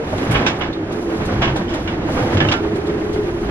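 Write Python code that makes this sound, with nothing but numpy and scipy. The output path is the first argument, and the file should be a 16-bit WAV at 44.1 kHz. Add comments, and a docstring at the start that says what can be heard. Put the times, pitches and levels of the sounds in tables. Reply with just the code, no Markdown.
"""Three gusts of storm wind rush past a moored boat, heard in the cabin: octave bands of noise. They buffet the
hull (low noise) and waves thump its panels (decaying sines); a hollow howl wavers in the rigging (tones in
narrow noise). Something loose, probably canvas, slaps on the cabin (noise bursts with panel resonances);
fittings clack and woodwork knocks (struck modes with noise). Light ticks sound in the boat and fine spray
hisses outside (filtered noise with grains)."""
import sys
import numpy as np
from scipy import signal
from scipy.fft import rfft, irfft
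from scipy.io import wavfile
from scipy.ndimage import uniform_filter1d, minimum_filter1d

SR = 44100
rng = np.random.default_rng(int(sys.argv[2]) if len(sys.argv) > 2 else 0)


def bounce(signal):
    """Save signal as a 16-bit WAV file at the path given by the first command-line argument."""
    frames = np.transpose(np.atleast_2d(signal))
    limited = np.clip(frames, -1, 1)
    pcm = np.round(limited * 32767).astype(np.int16)
    wavfile.write(sys.argv[1], SR, pcm)


N = 154350
T = np.arange(N) / SR
FREQS = np.fft.rfftfreq(N, 1 / SR) + 1  # offset keeps the logarithms finite
CONTACT_S = 0.0014


def undb(db):
    """Decibels to gain."""
    return 10 ** (np.asarray(db) / 20)


def unit(x):
    """Scale to rms 1."""
    return x / np.sqrt(np.mean(x ** 2))


def curve(table, axis=1):
    """One column of a time table, joined by straight lines."""
    rows = np.array(table)
    return np.interp(T, rows[:, 0], rows[:, axis])


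def over_hz(points):
    """A table read on a log-frequency axis."""
    rows = np.array(points)
    return np.interp(np.log(FREQS), np.log(rows[:, 0]), rows[:, 1])


def shape(x, gain):
    """Filter by a gain per frequency."""
    return irfft(rfft(x) * gain, N)


def noise():
    """Two unrelated noises: the middle and the sides of the sound field."""
    return rng.standard_normal((2, N))


def walk(rate_hz):
    """Smooth random wander, Gaussian spectrum, rms 1."""
    return unit(shape(rng.standard_normal(N), np.exp(-(FREQS / rate_hz) ** 2 / 2)))


def flutter(rate_hz):
    """Quick eddies with slow drift weakened, rms 1."""
    return unit(shape(rng.standard_normal(N), FREQS * np.exp(-(FREQS / rate_hz) ** 2 / 2)))


def grains(count):
    """Scattered clicks of unequal size, rms 1."""
    draw = rng.random((count, 4))
    size = (.02 + draw[:, 1]) ** -.4
    out = np.zeros((2, N))
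    out[:, (draw[:, 0] * N).astype(int)] = size * np.sign(draw[:, 2:].T - .5)
    return unit(out)


def burst(start, rise, decay):
    """Straight rise, exponential fall (seconds)."""
    age = T - start
    return np.clip(age / rise, 0, 1) * np.exp(-np.maximum(age - rise, 0) / decay)


def struck(start, modes):
    """Modes set ringing by one soft-edged blow."""
    age = T[:SR // 4]
    ring = sum(undb(db) * np.sin(2 * np.pi * hz * age) * np.exp(-np.log(1000) * age / t60)
               for hz, db, t60 in modes)
    soft_edge = 1 - np.exp(-(age / CONTACT_S) ** 2)
    return np.pad(ring * soft_edge, (int(start * SR), N))[:N]


def cabin(x, t60, wet_db):
    """Short dense echoes of a small cabin: a decaying noise tail per channel."""
    age = T[:SR // 3]
    tail = rng.standard_normal((2, len(age))) * undb(-60 * age / t60)
    tail /= np.sqrt(np.sum(tail ** 2, axis=1, keepdims=True))
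    echoes = signal.fftconvolve(x, tail, axes=1)[:, :N]
    return (x + undb(wet_db) * echoes) / np.hypot(1, undb(wet_db))


# Wind strength. Each row: time in seconds, relative level in dB (stretched in the treble).
GUST_STRENGTH = [(0, -1), (.2, 4), (.36, 5.5), (.52, 4), (.78, -2.5), (.9, 0.5), (1.02, -2.5), (1.15, 1.5),
                 (1.3, 4), (1.5, 2.5), (1.66, 0.5), (2.0, 0.5), (2.2, 4.5), (2.45, 5), (2.65, 1),
                 (2.86, 0.5), (3.1, 0), (3.36, -1), (3.5, 1)]
# Spectrum of the rushing air. Each row: frequency in Hz, relative density in dB per Hz.
RUSH_SPECTRUM = [(120, -13), (220, 0.5), (320, -0.5), (480, -4.5), (750, -8), (1050, -12.5), (1650, -14.5),
                 (2200, -19), (3200, -23.5), (4300, -30), (6300, -37), (8500, -48), (11300, -53.5),
                 (14500, -75.5)]
RUSH_DB, FLUTTER_DB, FLICKER_DB = -25.5, 1.1, 1.25


def rush(treble_push=1.53):
    """Turbulent air: octave bands follow the gusts, flutter together and flicker alone."""
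    air = rfft(noise()) * undb(over_hz(RUSH_SPECTRUM))
    air /= np.std(irfft(air, N))
    gust_db = curve(GUST_STRENGTH)
    shared_db = FLUTTER_DB * flutter(7.3)
    octave = np.clip(np.log2(FREQS / 125), 0, 7)
    out = 0
    for k in range(8):
        band = np.maximum(1 - abs(octave - k), 0)
        push = np.interp(k, [2, 5], [1, treble_push])  # gusts swing the treble more
        level_db = push * gust_db + shared_db + FLICKER_DB * flutter(24.5)
        out = out + irfft(air * band, N) * undb(level_db)
    return out * undb(RUSH_DB)


# Boom of the buffeted hull. Each row: time in seconds, level in dB.
BOOM_LEVEL = [(0, -40), (.09, -27), (.15, -28), (.24, -30), (.32, -21.5), (.46, -26), (.75, -32),
              (1.05, -36), (1.25, -23), (1.56, -26.5), (1.68, -32), (2.05, -25.5), (2.31, -26), (2.38, -21),
              (2.48, -21), (2.54, -28), (2.9, -28), (3.5, -31)]
# Boom spectrum. 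Each row: frequency in Hz, relative density in dB per Hz.
BOOM_SPECTRUM = [(50, -27), (75, -4), (102, 2.5), (121, -7.5), (140, -1), (170, -3), (205, -5), (260, -9.5),
                 (500, -37), (1200, -77)]
# Deep pressure swell in the cabin. Each row: time in seconds, level in dB.
SWELL_LEVEL = [(0, -41), (.25, -31), (.37, -27), (.5, -35), (.95, -41), (1.25, -30.5), (1.4, -26),
               (1.65, -30), (2.0, -31.5), (2.37, -29.5), (2.6, -39), (2.9, -34), (3.5, -30.5)]
# Swell spectrum. Each row: frequency in Hz, relative density in dB per Hz.
SWELL_SPECTRUM = [(12, -20), (25, -5), (38, -15), (54, -2.5), (70, -8.5), (100, -13), (200, -23),
                  (600, -68)]


def buffet():
    """Gusts make the hull boom and pump the air in the cabin: two bands of low noise."""
    boom = unit(shape(noise(), undb(over_hz(BOOM_SPECTRUM)))) * undb(curve(BOOM_LEVEL))
    swell = unit(shape(noise(), undb(over_hz(SWELL_SPECTRUM)))) * undb(curve(SWELL_LEVEL))
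    return boom + swell


# Waves slap the hull panels. Each row: start in seconds, base pitch in Hz, relative level in dB, # rise in
# seconds, decay in seconds.
PANEL_THUMPS = [(0.113, 99.3, -20.5, 0.032, .05), (.285, 109.5, -10.5, 0.0083, 0.037),
                (0.329, 136, -10.5, 0.013, 0.02), (.34, 55, -16, 0.027, 0.032),
                (0.394, 267, -16.5, 0.0065, 0.035), (1.29, 200, -16, 0.021, 0.035),
                (1.345, 59.4, -24, 0.017, 0.06), (1.35, 130.4, -17, 0.018, 0.14),
                (1.49, 137.7, -18.5, 0.017, 0.047), (1.584, 208, -15, 0.011, .03),
                (2.216, 119, -13.5, 0.01, 0.03), (2.34, 94.7, -10, .01, 0.034),
                (2.395, 142.2, -10, 0.024, 0.051), (2.445, 102.3, -12.5, 0.023, 0.018)]
# Modes of a hull panel. Each row: multiple of the base pitch, relative level in dB.
HULL_MODES = [(1, -1.5), (1.579, -16), (2.3, -26)]


def thumps():
    """Hull panels swell into a boom as waves slap them, each at its own pitch."""
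    out = 0
    for start, hz, db, rise, decay in PANEL_THUMPS:
        envelope = burst(start, rise, decay)
        for ratio, mode_db in HULL_MODES:
            out = out + undb(db + mode_db) * envelope * np.sin(2 * np.pi * hz * ratio * (T - start))
    return np.array([out, out])


# Main howl. Each row: time in seconds, centre pitch in Hz, level in dB.
MAIN_HOWL = [(0, 345, -49), (.55, 338, -32), (.72, 325, -28), (.82, 322, -26.5), (.9, 330, -27),
             (.99, 345, -25), (1.09, 340, -23.5), (1.2, 325, -27.5), (1.65, 338, -29.5), (1.85, 330, -27.5),
             (2.03, 320, -21), (2.2, 325, -29.5), (2.33, 330, -24.5), (2.65, 330, -26), (2.95, 335, -25.5),
             (3.09, 335, -22), (3.33, 335, -27.5), (3.5, 330, -25)]
# Higher howl. Each row: time in seconds, centre pitch in Hz, level in dB.
HIGHER_HOWL = [(0, 450, -24.5), (.05, 472, -27.5), (.12, 440, -62), (.8, 390, -40), (.97, 413, -28),
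               (1.08, 423.6, -31.5), (1.16, 440, -29.5), (1.3, 415, -35), (1.9, 405, -49), (2.5, 415, -41),
               (2.66, 415, -27), (2.78, 414, -28), (2.9, 416, -23.5), (3.05, 420, -25), (3.19, 424, -23.5),
               (3.29, 410, -30.5), (3.5, 405, -33)]
# Fainter howl that comes and goes. Each row: time in seconds, centre pitch in Hz, level in dB.
FAINTER_HOWL = [(.15, 360, -42), (.21, 365, -24), (.28, 385, -44), (1.0, 450, -56), (1.1, 500, -30),
                (1.2, 540, -46), (1.3, 540, -55), (2.12, 510, -45), (2.23, 495, -32), (2.38, 475, -33),
                (2.48, 400, -58), (2.6, 385, -33), (2.9, 384, -28.5), (3.15, 387, -29), (3.3, 365, -26),
                (3.5, 360, -45)]


def howl(table, width_hz, waver, tone):
    """Vortices shed by the rigging: a wavering tone inside a narrow band of noise."""
    pitch_hz = curve(table) * (1 + waver * walk(13.0))
    phase = 2 * np.pi * np.cumsum(pitch_hz) / SR
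    pair = []
    for steady in (2 * tone, 0):  # the sides get noise only
        in_phase = (steady + walk(width_hz)) * np.sin(phase)
        quadrature = walk(width_hz) * np.cos(phase)
        pair.append(unit(in_phase + quadrature))
    return np.array(pair) * undb(curve(table, axis=2))


# Slaps on the cabin. Each row: start in seconds, relative level in dB, rise in seconds,
# decay in seconds, brightness in dB per octave.
SLAP_EVENTS = [(.225, -25.5, 0.0059, .0081, -2), (.308, -24, 0.0056, 0.055, -1),
               (0.34, -16.5, 0.011, .026, -2.5), (0.407, -30, 0.0043, 0.093, -4),
               (.463, -12.5, 0.0034, 0.018, 4.5), (0.605, -23, .0066, 0.043, -1.5),
               (1.412, -14.5, 0.017, 0.028, 0), (1.475, -25.5, 0.0051, 0.026, -3),
               (1.554, -19.5, 0.0067, 0.02, -7), (1.683, -34, 0.0088, 0.1, 5.5),
               (1.873, -24.5, 0.0038, 0.027, -0.5), (2.165, -20, 0.0046, 0.081, -8),
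               (2.368, -21, 0.0034, 0.019, 1.5), (2.402, -13, .002, 0.013, -1),
               (2.447, -20.5, .0029, 0.012, -5), (2.484, -23.5, 0.0026, 0.02, 4),
               (2.512, -21.5, .004, 0.012, 5), (2.519, -18, 0.0027, 0.022, 0.5)]
# Slap spectrum, also colours clack contacts. Each row: frequency in Hz, relative density in dB per Hz.
SLAP_SPECTRUM = [(150, -9), (400, -7), (700, 3.5), (1100, -2), (1700, -2), (2300, -2.5), (3300, -3),
                 (4300, -14), (5800, -18), (8000, -31.5), (11000, -92), (15000, -66)]
# Cabin panels that ring. Each row: frequency in Hz, width in Hz, relative level in dB.
CABIN_PANELS = [(1552, 50, -4), (1745, 42, -2), (1922, 42, -6), (2308, 60, -5), (2617, 42, -5),
                (2848, 45, -5), (3200, 35, -6), (3423, 30, -6)]
SLAP_DB, SLAP_ECHO_DB = 2, -5


def slaps(crackle=0.7):
    """Each slap is a dense crumple of small impacts that rings the cabin panels."""
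    ring = 1 + sum(undb(db) / (1 + 2j * (FREQS - hz) / width) for hz, width, db in CABIN_PANELS)
    crumple = rfft(noise() + crackle * grains(count=2500)) * undb(over_hz(SLAP_SPECTRUM)) * ring
    octaves = np.log2(np.maximum(FREQS, 400) / 2000)
    out = 0
    for start, db, rise, decay, tilt in SLAP_EVENTS:
        tilted = unit(irfft(crumple * undb(tilt * octaves), N))
        out = out + tilted * undb(db) * burst(start, rise, decay)
    return cabin(out, t60=0.16, wet_db=SLAP_ECHO_DB) * undb(SLAP_DB)


CRACK_DB, CRACK_DECAY_S = -13, 0.0022


def crack(start):
    """The brief noise of a hard contact."""
    return rng.standard_normal((2, N)) * burst(start, CONTACT_S, CRACK_DECAY_S)


# Hard fittings that clack. Each row: start in seconds, base pitch in Hz, relative level in dB,
# base ring t60 in seconds.
CLACK_EVENTS = [(.347, 2950, -20, .09), (.358, 2200, -16, 0.068), (.465, 3020, -22, 0.061),
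                (0.473, 1540, -19, 0.15), (.480, 4950, -29, 0.047), (0.61, 2880, -20, 0.069),
                (.621, 2160, -18, 0.05), (.728, 3750, -30, .09), (1.477, 2880, -18.5, 0.027),
                (1.562, 3440, -29, .03), (1.681, 3080, -23, 0.02), (1.740, 2620, -28, .03),
                (1.875, 2865, -21, .05), (2.368, 2330, -27, 0.054), (2.403, 2690, -16, 0.098),
                (2.404, 1726, -14, .14), (2.448, 3050, -25, .09), (2.486, 2790, -12, 0.064),
                (2.521, 3410, -23, 0.05), (2.537, 1378, -20.5, 0.18)]
# Modes of a fitting. Each row: multiple of the base pitch, relative level in dB, share of the base t60.
FITTING_MODES = [(1.002, 0, 1), (1.025, -13, 0.77), (1.118, -5.5, 0.76), (1.31, -15.5, .7)]


def clacks():
    """Small hard fittings hit the cabin with a crack and ring briefly, each at its own pitch."""
    ring, contact = 0, 0
    for start, hz, db, t60 in CLACK_EVENTS:
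        modes = [(hz * ratio, mode_db, t60 * share) for ratio, mode_db, share in FITTING_MODES]
        ring = ring + undb(db) * struck(start, modes)
        contact = contact + undb(db) * crack(start)
    colour = unit(undb(over_hz(SLAP_SPECTRUM)))
    contact = shape(contact, colour) * undb(CRACK_DB)
    return cabin(np.array([ring, -ring]) + contact, t60=0.087, wet_db=-2.5)


# Blows on woodwork. Each row: start in seconds, relative level in dB.
KNOCK_EVENTS = [(.128, -24.5), (1.740, -25.5), (2.085, -22)]
# Modes of the wood. Each row: frequency in Hz, relative level in dB, t60 in seconds.
WOOD_MODES = [(236, -7, 0.049), (479, -15, 0.041), (632, 2, 0.092), (764, 0, 0.058), (1130, -14, 0.024)]
KNOCK_DB, THUD_DB, THUD_HZ, THUD_DECAY_S = 6, 10, 1200, .008


def knocks():
    """Dull blows on woodwork: a muffled thud and a short ring."""
    ring = sum(undb(db) * struck(start, WOOD_MODES) for start, db in KNOCK_EVENTS)
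    blows = sum(undb(db) * burst(start, CONTACT_S, THUD_DECAY_S) for start, db in KNOCK_EVENTS)
    muffle = undb(THUD_DB) / np.sqrt(1 + (FREQS / THUD_HZ) ** 6)
    thud = shape(noise() * blows, muffle)
    return cabin(np.array([ring, ring / 2]) + thud, t60=0.092, wet_db=-2) * undb(KNOCK_DB)


# Light ticks. Each row: start in seconds, relative level in dB, decay in seconds,
# brightness in dB per octave.
TICK_EVENTS = [(0.174, -36.5, 0.014, -6), (0.307, -32, 0.022, 3), (.583, -50, 0.01, 15),
               (.724, -40.5, 0.015, -17), (0.918, -41.5, 0.016, -3), (1.248, -38, 0.018, -1),
               (1.556, -34.5, 0.026, -6.5), (1.735, -35, 0.013, -5), (2.111, -44, 0.015, -4),
               (2.517, -26.5, 0.0055, -13), (2.752, -44, 0.022, 0), (2.864, -41.5, .014, -6),
               (3.124, -40.5, 0.033, -4.5)]
# Tick spectrum. Each row: frequency in Hz, relative density in dB per Hz.
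TICK_SPECTRUM = [(500, -23), (1500, -10), (3500, 4.5), (6000, -0.5), (8500, 0.5), (11500, -3.5),
                 (14500, -35)]
TICK_DB = 4.5


def ticks(rise_s=0.009):
    """Small scuffs: bursts of grainy noise, each tilted above 3.5 kHz."""
    scuff = rfft(noise() + 0.16 * grains(count=3000)) * undb(over_hz(TICK_SPECTRUM))
    octaves = np.log2(np.maximum(FREQS, 3500) / 3500)
    out = 0
    for start, db, decay, tilt in TICK_EVENTS:
        tilted = unit(irfft(scuff * undb(tilt * octaves), N))
        out = out + tilted * undb(db + TICK_DB) * burst(start, rise_s, decay)
    return out


# Hiss of spray. Each row: time in seconds, mean level in dB.
SPRAY_LEVEL = [(0, -51), (.2, -41.5), (.5, -49), (.7, -58), (.88, -54), (.97, -47), (1.15, -44.5),
               (1.6, -51.5), (1.85, -46.5), (2.02, -56), (2.13, -40.5), (2.33, -44), (2.65, -49.5),
               (3.05, -48.5), (3.5, -47)]
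# Spray spectrum. Each row: frequency in Hz, relative density in dB per Hz.
SPRAY_SPECTRUM = [(1000, -9), (3000, 1), (6000, 1.5), (8500, -3.5), (11300, -1), (12800, -19), (14500, -36)]


def spray(drops=0.44, flicker_db=1):
    """Fine spray hisses on the cabin, with single drops in it."""
    hiss = shape(noise() + drops * grains(count=1500), undb(over_hz(SPRAY_SPECTRUM)))
    return unit(hiss) * undb(curve(SPRAY_LEVEL) + flicker_db * walk(12))


# Likeness of left and right. Each row: frequency in Hz, likeness (clipped to -0.98..0.9995 in use).
STEREO_LIKENESS = [(60, 3.5), (300, 1), (620, 0.7), (1360, 0.06), (2980, -0.51), (6500, -0.66),
                   (9000, -0.92), (14000, -0.6)]
# Stereo balance. Each row: frequency in Hz, left minus right in dB (faded out in the bass).
STEREO_BALANCE = [(200, -1.9), (370, -1.5), (680, -2.5), (1250, -2.5), (2290, -3), (4210, -1.3),
                  (7730, -0.2), (14200, -2)]
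CENTRED_HZ, SLAP_PAN_DB = 170, -1


def spread(x, pan_db):
    """Middle and sides to left and right: centred bass, very wide treble."""
    alike = np.clip(over_hz(STEREO_LIKENESS), -.98, .9995)
    mid, side = shape(x, np.sqrt(np.array([1 + alike, 1 - alike]) / 2))
    lean_db = (over_hz(STEREO_BALANCE) + pan_db) / (1 + (CENTRED_HZ / FREQS) ** 4)
    return shape(np.array([mid + side, mid - side]), undb(np.array([lean_db, -lean_db]) / 2))


def scene():
    """Wind, howl and the noises of the boat."""
    howls = howl(MAIN_HOWL, width_hz=26, waver=0.00895, tone=0.43)
    howls = howls + howl(HIGHER_HOWL, width_hz=13, waver=0.0072, tone=0.97)
    howls = howls + howl(FAINTER_HOWL, width_hz=12, waver=0.0111, tone=0.81)
    around = spread(rush() + buffet() + howls + spray() + ticks() + knocks(), 0)
    hits = spread(slaps() + clacks(), SLAP_PAN_DB)
    return around + hits + thumps()


CEILING, TOP_HZ = .85, 14800


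def record(dry):
    """A limiter eases the highest peaks; the top is cut."""
    allowed = np.minimum(1, CEILING / (np.abs(dry).max(axis=0) + 1e-9))
    gain = uniform_filter1d(minimum_filter1d(allowed, size=201), size=201)
    low_pass = signal.ellip(8, .2, 70, TOP_HZ, fs=SR, output="sos")
    return signal.sosfilt(low_pass, dry * gain)


dry = scene()
out = record(dry)
bounce(out)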